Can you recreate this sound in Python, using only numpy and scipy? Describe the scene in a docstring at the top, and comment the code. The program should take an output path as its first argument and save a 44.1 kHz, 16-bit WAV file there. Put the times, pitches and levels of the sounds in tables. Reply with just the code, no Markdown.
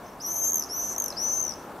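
"""Over steady traffic rumble, air hiss and a faint high whine, far birds whistle softly at the start.
Three swift screams follow before a house front: each is a harmonic tone rising into a whistle whose level
and pitch flutter some 300 times a second, with a third partial and a noisy rasp in puffs, one each beat.
Each scream breaks up into a run of short pulses, falling at its end: brief tones with noise ticks.
Walls return all of these near calls as delayed copies and a decaying diffuse tail."""
import sys
import numpy as np
from scipy import signal
from scipy.io import wavfile

SR = 44100
rng = np.random.default_rng(int(sys.argv[2]) if len(sys.argv) > 2 else 0)


def volts_from_db(level):
    """Convert decibel levels to linear amplitude ratios."""
    exponent = np.asarray(level, float) / 20
    return 10 ** exponent


def store_wav(level_fs):
    """Save 16-bit WAV to argv[1]."""
    pcm = np.round(np.clip(np.atleast_2d(level_fs), -1, 1) * 32767)
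    wavfile.write(sys.argv[1], SR, pcm.T.astype(np.int16))


N = 79380  # samples, 1.8 s

# Background spectrum. Each row: frequency in Hz, relative density in dB per Hz.
AMBIENCE_SPECTRUM = [(22,-26),(40,-8.5),(58,-6.5),(85,-11),(150,-7.5),(240,-4),(600,-4.5),(900,-4),(1300,-9.5),(2000,-20.5),(3160,-26),(5140,-30.5),(11000,-32),(16000,-31.5)]
# Background loudness. Each row: time in seconds, rms level in dB.
AMBIENCE_LEVEL = [(0.0, -42.5), (0.174, -43.5), (0.18, -43), (1.322, -40.5), (1.348, -41), (1.8, -41.5)]
# Background stereo correlation. Each row: frequency in Hz, left-right likeness from 0 to 1.
STEREO_LIKENESS = [(60, 1.0), (125, 0.99), (250, 0.99), (500, 0.98), (1000, 0.92), (2400, 0.74),
                   (6000, 0.62), (15000, 1)]
# Background stereo balance. Each row: frequency in Hz, left over right in dB.
STEREO_LEAN = [(150, -0.2), (400, 1.3), (950, 1.6), (3770, 0.3), (15000, -0.5)]
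# Far birds. Each row: start in seconds, length in seconds, level in dB, start pitch in Hz, end pitch in Hz.
FAR_CALLS = [(0.018, 0.097, -56.5, 5980, 6120), (0.027, 0.1, -60, 5200, 5400),
             (0.093, 0.085, -62, 5700, 5580), (0.119, .06, -68, 6100, 6300)]
# Wall echoes. Each row: delay in seconds, level in dB, left over right in dB.
WALL_ECHOES = [(.0072, -14.5, -8), (0.0119, -20.5, 14), (.021, -17, -12.5)]
# Closing pulses. Each row: start in seconds, peak level in dB, pitch of the second partial in Hz,
# third partial in dB, fourth partial in dB, left over right in dB, hold in seconds,
# pitch offset at the onset in percent, tick in dB relative to the pulse.
PULSES = [(0.507, -28, 6440, -23, -1, 1, 0.003, -1.8, -26),
          (0.519, -19.5, 6410, -23, -10, 2, 0.003, -2.0, -26),
          (0.5315, -18, 6510, -21, -6, -2, 0.003, -2.3, -24),
          (0.5427, -16, 6520, -20, -7, 6.5, 0.002, -2.2, -21),
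          (0.5555, -17.5, 6380, -19, -3.5, -1, 0.0046, -1.7, -23),
          (0.5687, -20, 6270, -28, -4, 3.5, 0.0032, -1.7, -24),
          (0.5811, -20, 6140, -20, -8, 3, 0.003, -2.3, -26),
          (0.5948, -20, 6090, -34, -7.5, 1.5, 0.0041, -1.6, -23),
          (0.6083, -29, 6030, -16, -6, 6, 0.0024, -19, -28),
          (0.623, -22, 5960, -34, -10, 2.5, 0.0019, -23, -34),
          (0.6368, -26.5, 5810, -26, -10, 5, 0.0018, -27, -28),
          (0.9613, -26, 5970, -24, -10, 4, 0.0033, 1.5, -18),
          (0.9802, -22, 6450, -19, -8, 3.5, 0.005, 1.5, -15),
          (0.9993, -18.5, 6464, -15.5, -9, 3.0, 0.0041, 2, -13),
          (1.0196, -21.5, 6230, -22, -9, 2.5, 0.0042, 1.5, -10),
          (1.0395, -21.5, 6100, -17, -6, 2, 0.0038, 1.5, -15),
          (1.0593, -22, 6010, -21, -9, 4.5, 0.0035, 2, -10),
          (1.0807, -26.5, 5660, -16, -3, 0, 0.0035, 1.7, -16),
          (1.1027, -27, 5230, -20, -15, 3, 0.0026, 1.5, -18),
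          (1.1233, -38.5, 4120, -24, -33, 1.0, 0.004, 22.6, -22),
          (1.4111, -23, 6350, -25, -15, 0, 0.0054, -3.6, -30),
          (1.4244, -24.5, 6224, -23, -21, 13, 0.0068, -1.4, -26),
          (1.4364, -28, 6110, -19, -15, 5, 0.0074, -2.0, -27),
          (1.4493, -24, 6050, -22, -15.5, 10, 0.0035, -2.0, -30),
          (1.463, -28.5, 5980, -17, -18, 8.5, 0.0059, -1.7, -30),
          (1.478, -25, 5940, -33, -19, 9, 0.0045, -2.0, -30),
          (1.492, -27.5, 5960, -20, -17.5, 11, 0.0039, -19, -30),
          (1.507, -29, 5830, -20, -18, 9.0, 0.0033, -16, -30),
          (1.5203, -32.5, 5550, -22, -21, 15, 0.002, -17, -30),
          (1.537, -35, 5800, -25, -15, 14, 0.0018, -18, -27)]
# Held part of each scream, one list per scream. Each row: time in seconds, pitch of the second partial in Hz,
# level in dB, third partial in dB, fourth partial in dB, flutter depth from 0 to 1, roughness from 0 to 1,
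# left over right in dB, pitch swing in percent, rasp in dB relative to the tone.
SCREAMS = [
    [(0.198, 4696, -58, -16, -12, 0.4, 0.15, 12, 1.9, -32),
     (0.206, 5054, -43.5, -33, -17, 0.5, 0.03, -6, 1.9, -32),
     (0.222, 5947, -40.5, -44, -15, 0.5, 0.1, 4, 1.9, -45),
     (0.23, 6320, -40, -36, -15, 0.3, 0.17, 2.5, 1.9, -36),
     (0.238, 5677, -37.5, -46, -18, 0.4, 0, 3.0, 1.9, -35),
     (0.258, 5797, -28, -37, -16, 0.2, 0, 2.5, 1.9, -45),
     (0.268, 5866, -34.5, -16.5, -2.5, 0.44, 0.13, 0, 1.7, -53),
     (0.322, 6192, -28.5, -19, -13.5, 0.5, 0, 4.5, 1.6, -54),
     (0.33, 6225, -37, -19, -3, 0.5, 0.08, 2.0, 1.9, -37),
     (0.346, 6185, -34.5, -9, -4, 0.5, 0.01, 2, 1.9, -33),
     (0.36, 6110, -31.5, -20, -9, 0.5, 0.12, 4, 1.9, -48),
     (0.388, 6255, -32, -15, -5, 0.54, 0.06, 2.5, 1.9, -36),
     (0.416, 6290, -28, -24, -10.5, 0.54, 0.05, 4, 1.5, -34),
     (0.472, 6314, -24.5, -28, -9, 0.54, 0.12, 1.5, 1.7, -31),
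     (0.506, 6450, -29.5, -30, -21, 0.5, 0.17, 1.0, 1.9, -11)],
    [(0.687, 4850, -51, -6, -16, 0.43, 0.08, -4, 1.9, -23),
     (0.701, 5340, -36, -36, -10.5, 0.4, 0.12, 2.5, 1.9, -41),
     (0.729, 5670, -34.5, -48, -10, 0, 0.02, 1.0, 1.9, -50),
     (0.759, 6070, -33.5, -28, -8.5, 0.4, 0.12, 3.5, 1.9, -43),
     (0.779, 6008, -30.5, -20.5, -3, 0.23, 0, 0, 2, -39.5),
     (0.835, 6074, -30, -29, -17, 0.54, 0.15, 2, 1.8, -21),
     (0.861, 6150, -35, -28, -12, 0.54, 0.1, 0.0, 1.8, -15),
     (0.869, 6076, -32, -27, -12, 0.54, 0.1, 1, 1.7, -26),
     (0.909, 6194, -32, -25, -15.5, 0.54, 0.17, 2.5, 1.6, -17.5),
     (0.957, 5930, -38.5, -31, -12, 0.54, 0.17, 2.5, 1.9, -11)],
    [(1.158, 4397, -58, -27, -23, 0.3, 0.1, 1, 1.9, -49),
     (1.17, 4880, -36, -33, -47, 0.3, 0.17, 5, 2.1, -29),
     (1.182, 5420, -34.5, -55, -20, 0.1, 0, 9, 1.9, -30),
     (1.202, 5730, -32, -25, -19, 0.05, 0, 6.5, 1.9, -46),
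     (1.232, 5917, -28, -24, -15.5, 0.07, 0, 6.0, 1.9, -56),
     (1.27, 6050, -29.5, -25, -23, 0.25, 0.03, 8, 2.1, -62),
     (1.286, 6047, -25.5, -25, -21, 0.1, 0.08, 3.5, 1.9, -37),
     (1.304, 6097, -27.5, -29, -24, 0.3, 0, 5, 2.2, -45),
     (1.312, 6073, -28, -26, -20, 0.5, 0.07, 7, 2.2, -60),
     (1.366, 6141, -33.5, -18, -18, 0.5, 0.04, 7.5, 2.3, -58),
     (1.374, 6120, -31, -17, -18, 0.5, 0.03, 10, 2.1, -37),
     (1.396, 6180, -27.5, -33, -19, 0.22, 0.17, 1, 2.2, -38),
     (1.408, 6270, -24, -21, -21, 0.4, 0, 14, 2.4, -37)],
]
# Flutter of each scream. Each row: rate at the start in Hz, rate at the end in Hz.
FLUTTER_RATES = [(316.4, 340), (272, 390), (290, 222)]


def rms_one(x):
    """Normalization: scale to unit root-mean-square."""
    return x / np.sqrt(np.mean(x ** 2) + 1e-20)


def at_hz(points, hz):
    """Interpolation along a logarithmic frequency axis."""
    table_hz, values = np.transpose(points)
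    return np.interp(np.log(hz), np.log(table_hz), values)


def drift(rate, size):
    """Random modulation: white noise through a double one-pole low-pass at rate Hz, rms 1."""
    r = np.exp(-2 * np.pi * rate / SR)
    noise = rng.standard_normal(size + SR // 2)
    # the first half second lets the filter settle
    return rms_one(signal.lfilter([1], [1, -2 * r, r * r], noise)[SR // 2:])


def panned(x, pan_db):
    """Intensity stereophony: a level difference places the source between left and right."""
    return np.array([x * volts_from_db(pan_db / 2), x * volts_from_db(-pan_db / 2)])


def band_filter(order, band_hz):
    """Butterworth band-pass: a maximally flat response between two frequencies."""
    return signal.butter(order, band_hz, "band", fs=SR, output="sos")


def ambience(patchy_db):
    """Filtered noise: third-octave bands of rumble and hiss, partly correlated, with a slight flicker."""
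    out = 0
    edges = 22 * 2 ** np.arange(0, 9.7, 1 / 3)
    opposite = np.array([[1], [-1]])
    # two noise pairs taken in turn keep adjacent bands independent
    white = rng.standard_normal((2, 2, N + SR // 4))
    for k, (low, high) in enumerate(zip(edges, edges[1:])):
        mid, side = signal.sosfilt(band_filter(2, [low, high]), white[k % 2])[:, SR // 4:]
        hz = np.sqrt(low * high)
        alike = np.clip(at_hz(STEREO_LIKENESS, hz), 0, 1)
        gain = volts_from_db(at_hz(AMBIENCE_SPECTRUM, hz) + patchy_db * drift(15.0, N))
        lean = volts_from_db(at_hz(STEREO_LEAN, hz) / 2 * opposite)
        stereo = np.sqrt(1 + alike) * mid + np.sqrt(1 - alike) * side * opposite
        out = out + gain * lean * stereo
    s, db = np.transpose(AMBIENCE_LEVEL)
    return rms_one(out) * volts_from_db(np.interp(np.arange(N) / SR, s, db))


def whine():
    """Pure tone: one steady sinusoid at 15625 Hz, -75 dB rms, equal in both channels."""
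    return np.sqrt(2) * volts_from_db(-75) * np.sin(2 * np.pi * 15625 * np.arange(N) / SR)


def voice(hz, shape, third_db, octave_db, odd_shape=1):
    """Harmonic series: partials 1-4 of a syrinx tone whose second partial, at hz, is the strongest."""
    phase = np.pi * np.cumsum(hz) / SR + rng.uniform(0, 2 * np.pi)
    fundamental = volts_from_db(-18) * np.sin(phase)  # dB relative to the third partial
    odd = volts_from_db(third_db) * (fundamental + odd_shape * np.sin(3 * phase))
    # the exponent makes the octave follow the envelope more steeply
    octave = shape ** 1.84 * volts_from_db(octave_db) * np.sin(4 * phase)
    return shape * (np.sin(2 * phase) + odd) + octave


def far_birds():
    """Frequency and amplitude modulation: faint gliding whistles waver in pitch and level."""
    out = np.zeros(N)
    for s, length, db, start_hz, end_hz in FAR_CALLS:
        n = int(length * SR)
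        i = int(s * SR)
        hz = np.linspace(start_hz, end_hz, n) + 150 * drift(240.0, n)
        shape = np.hanning(n) ** .5 * (1 + .5 * drift(100.0, n))
        out[i:i + n] += volts_from_db(db) * voice(hz, np.maximum(shape, 0), -30, -27)
    return panned(out, 2.7)


def yard(x):
    """Reflection and reverberation: discrete wall echoes, then a diffuse tail partly own to each ear."""
    t60_s, tail_db, treble_cut_hz = 0.41, -11, 14100
    out = np.zeros((2, N))
    for delay, db, pan in WALL_ECHOES:
        d = int(delay * SR)
        out[:, d:] += panned(volts_from_db(db) * x[:N - d], pan)
    t = np.arange(SR // 2) / SR
    shared = rng.standard_normal(len(t))
    own = rng.standard_normal((2, len(t)))
    tail = (shared + .8 * own) * volts_from_db(-60 * t / t60_s) * np.clip(t / .004, 0, 1)
    tail = tail / np.sqrt(np.sum(tail[0] ** 2))  # unit energy in the left channel
    out += volts_from_db(tail_db) * signal.fftconvolve(x[None], tail, axes=1)[:, :N]
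    return signal.sosfilt(signal.butter(1, treble_cut_hz, fs=SR, output="sos"), out)


def pulses():
    """Transient tones: each starts with a noise tick, slides to its pitch, holds while sagging, and decays."""
    attack_s, release_s, sag_hz_per_s = .0012, .0015, 28000
    scoop_s, tick_s = .001, .0022  # time constants of the onset slide and of the tick
    out = np.zeros((2, N))
    t = np.arange(SR // 50) / SR
    band = band_filter(2, (6800, 10000))
    for s, db, hz, third, octave, pan, hold, scoop, tick_db in PULSES:
        attack = np.sin(np.pi / 2 * np.clip(t / attack_s, 0, 1)) ** 2
        shape = attack * np.exp(-np.maximum(t - hold, 0) / release_s)
        sag = sag_hz_per_s * (t - hold / 2)
        pitch = hz - sag + hz * scoop / 100 * np.exp(-t / scoop_s)
        burst = rng.standard_normal(len(t)) * np.exp(-t / tick_s)
        tick = volts_from_db(tick_db) * signal.sosfilt(band, burst)
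        tone = voice(pitch, shape, third, octave)
        i = int(s * SR)
        out[:, i:i + len(t)] += panned(volts_from_db(db) * (tone + tick), pan)
    return out


def screams():
    """Joint amplitude and frequency modulation: a fluttering whistle, third partial and rasp in puffs."""
    lead_rad, flutter_jitter, pitch_jitter_hz = 1.2, .02, 17.8  # lead of pitch over level
    rough_width_hz, puff_power, fade_s, wobble_db = 390, 1.2, .003, .9
    out = np.zeros((2, N))
    band = band_filter(2, (6600, 10800))
    for rows, (start_hz, end_hz) in zip(SCREAMS, FLUTTER_RATES):
        s, *columns = np.transpose(rows)
        first, last = int(s[0] * SR), int(s[-1] * SR)
        t = np.arange(first, last) / SR
        n = len(t)
        hz, db, third, octave, depth, rough, pan, swing, rasp_db = [np.interp(t, s, c) for c in columns]
        rough = np.clip(rough, 0, 1)
        depth = np.clip(depth, 0, 1)

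        rate = np.linspace(start_hz, end_hz, n)
        rate = rate * (1 + (flutter_jitter + rough / 2) * drift(24.0, n))
        beat = 2 * np.pi * np.cumsum(rate) / SR
        # flutter depth leaves the mean power unchanged
        shape = (1 + depth * np.cos(beat)) / np.sqrt(1 + depth ** 2 / 2)
        shape = shape * (1 + rough * drift(rough_width_hz, n).clip(-1, 3))
        pitch_beat = np.cos(beat + lead_rad)
        hz = hz * (1 + swing / 100 * pitch_beat) + pitch_jitter_hz * drift(44.0, n)

        puff = rms_one((1 + pitch_beat) ** puff_power)
        grain = rms_one(1 + .3 * drift(560.0, n))
        hiss = rms_one(signal.sosfilt(band, rng.standard_normal(n)))
        rasp = volts_from_db(rasp_db) * puff * hiss
        whistle = np.sqrt(2) * voice(hz, np.maximum(shape, 0), third, octave, puff * grain)
        fade = np.clip(np.minimum(t - s[0], s[-1] - t) / fade_s, 0, 1)
        level = volts_from_db(db + wobble_db * drift(24.0, n))
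        out[:, first:last] += panned((whistle + rasp) * fade * level, pan)
    return out


def scene():
    """Superposition: near birds, their reflections, far birds and the background add linearly."""
    birds = screams() + pulses()
    echoes = yard(birds.mean(axis=0))
    return birds + echoes + far_birds() + ambience(patchy_db=0.99) + whine()


def top_cut(x):
    """Band limitation: the treble ends steeply above 16780 Hz."""
    return signal.sosfilt(signal.butter(12, 16780, fs=SR, output="sos"), x)


def record(dry):
    """Band limitation: a steep low-pass removes the top, 60 dB down from 16300 Hz."""
    low_pass = signal.cheby2(12, 60, 16300, fs=SR, output="sos")
    mix = signal.sosfilt(low_pass, dry)
    return top_cut(mix)


dry = scene()
out = record(dry)
store_wav(out)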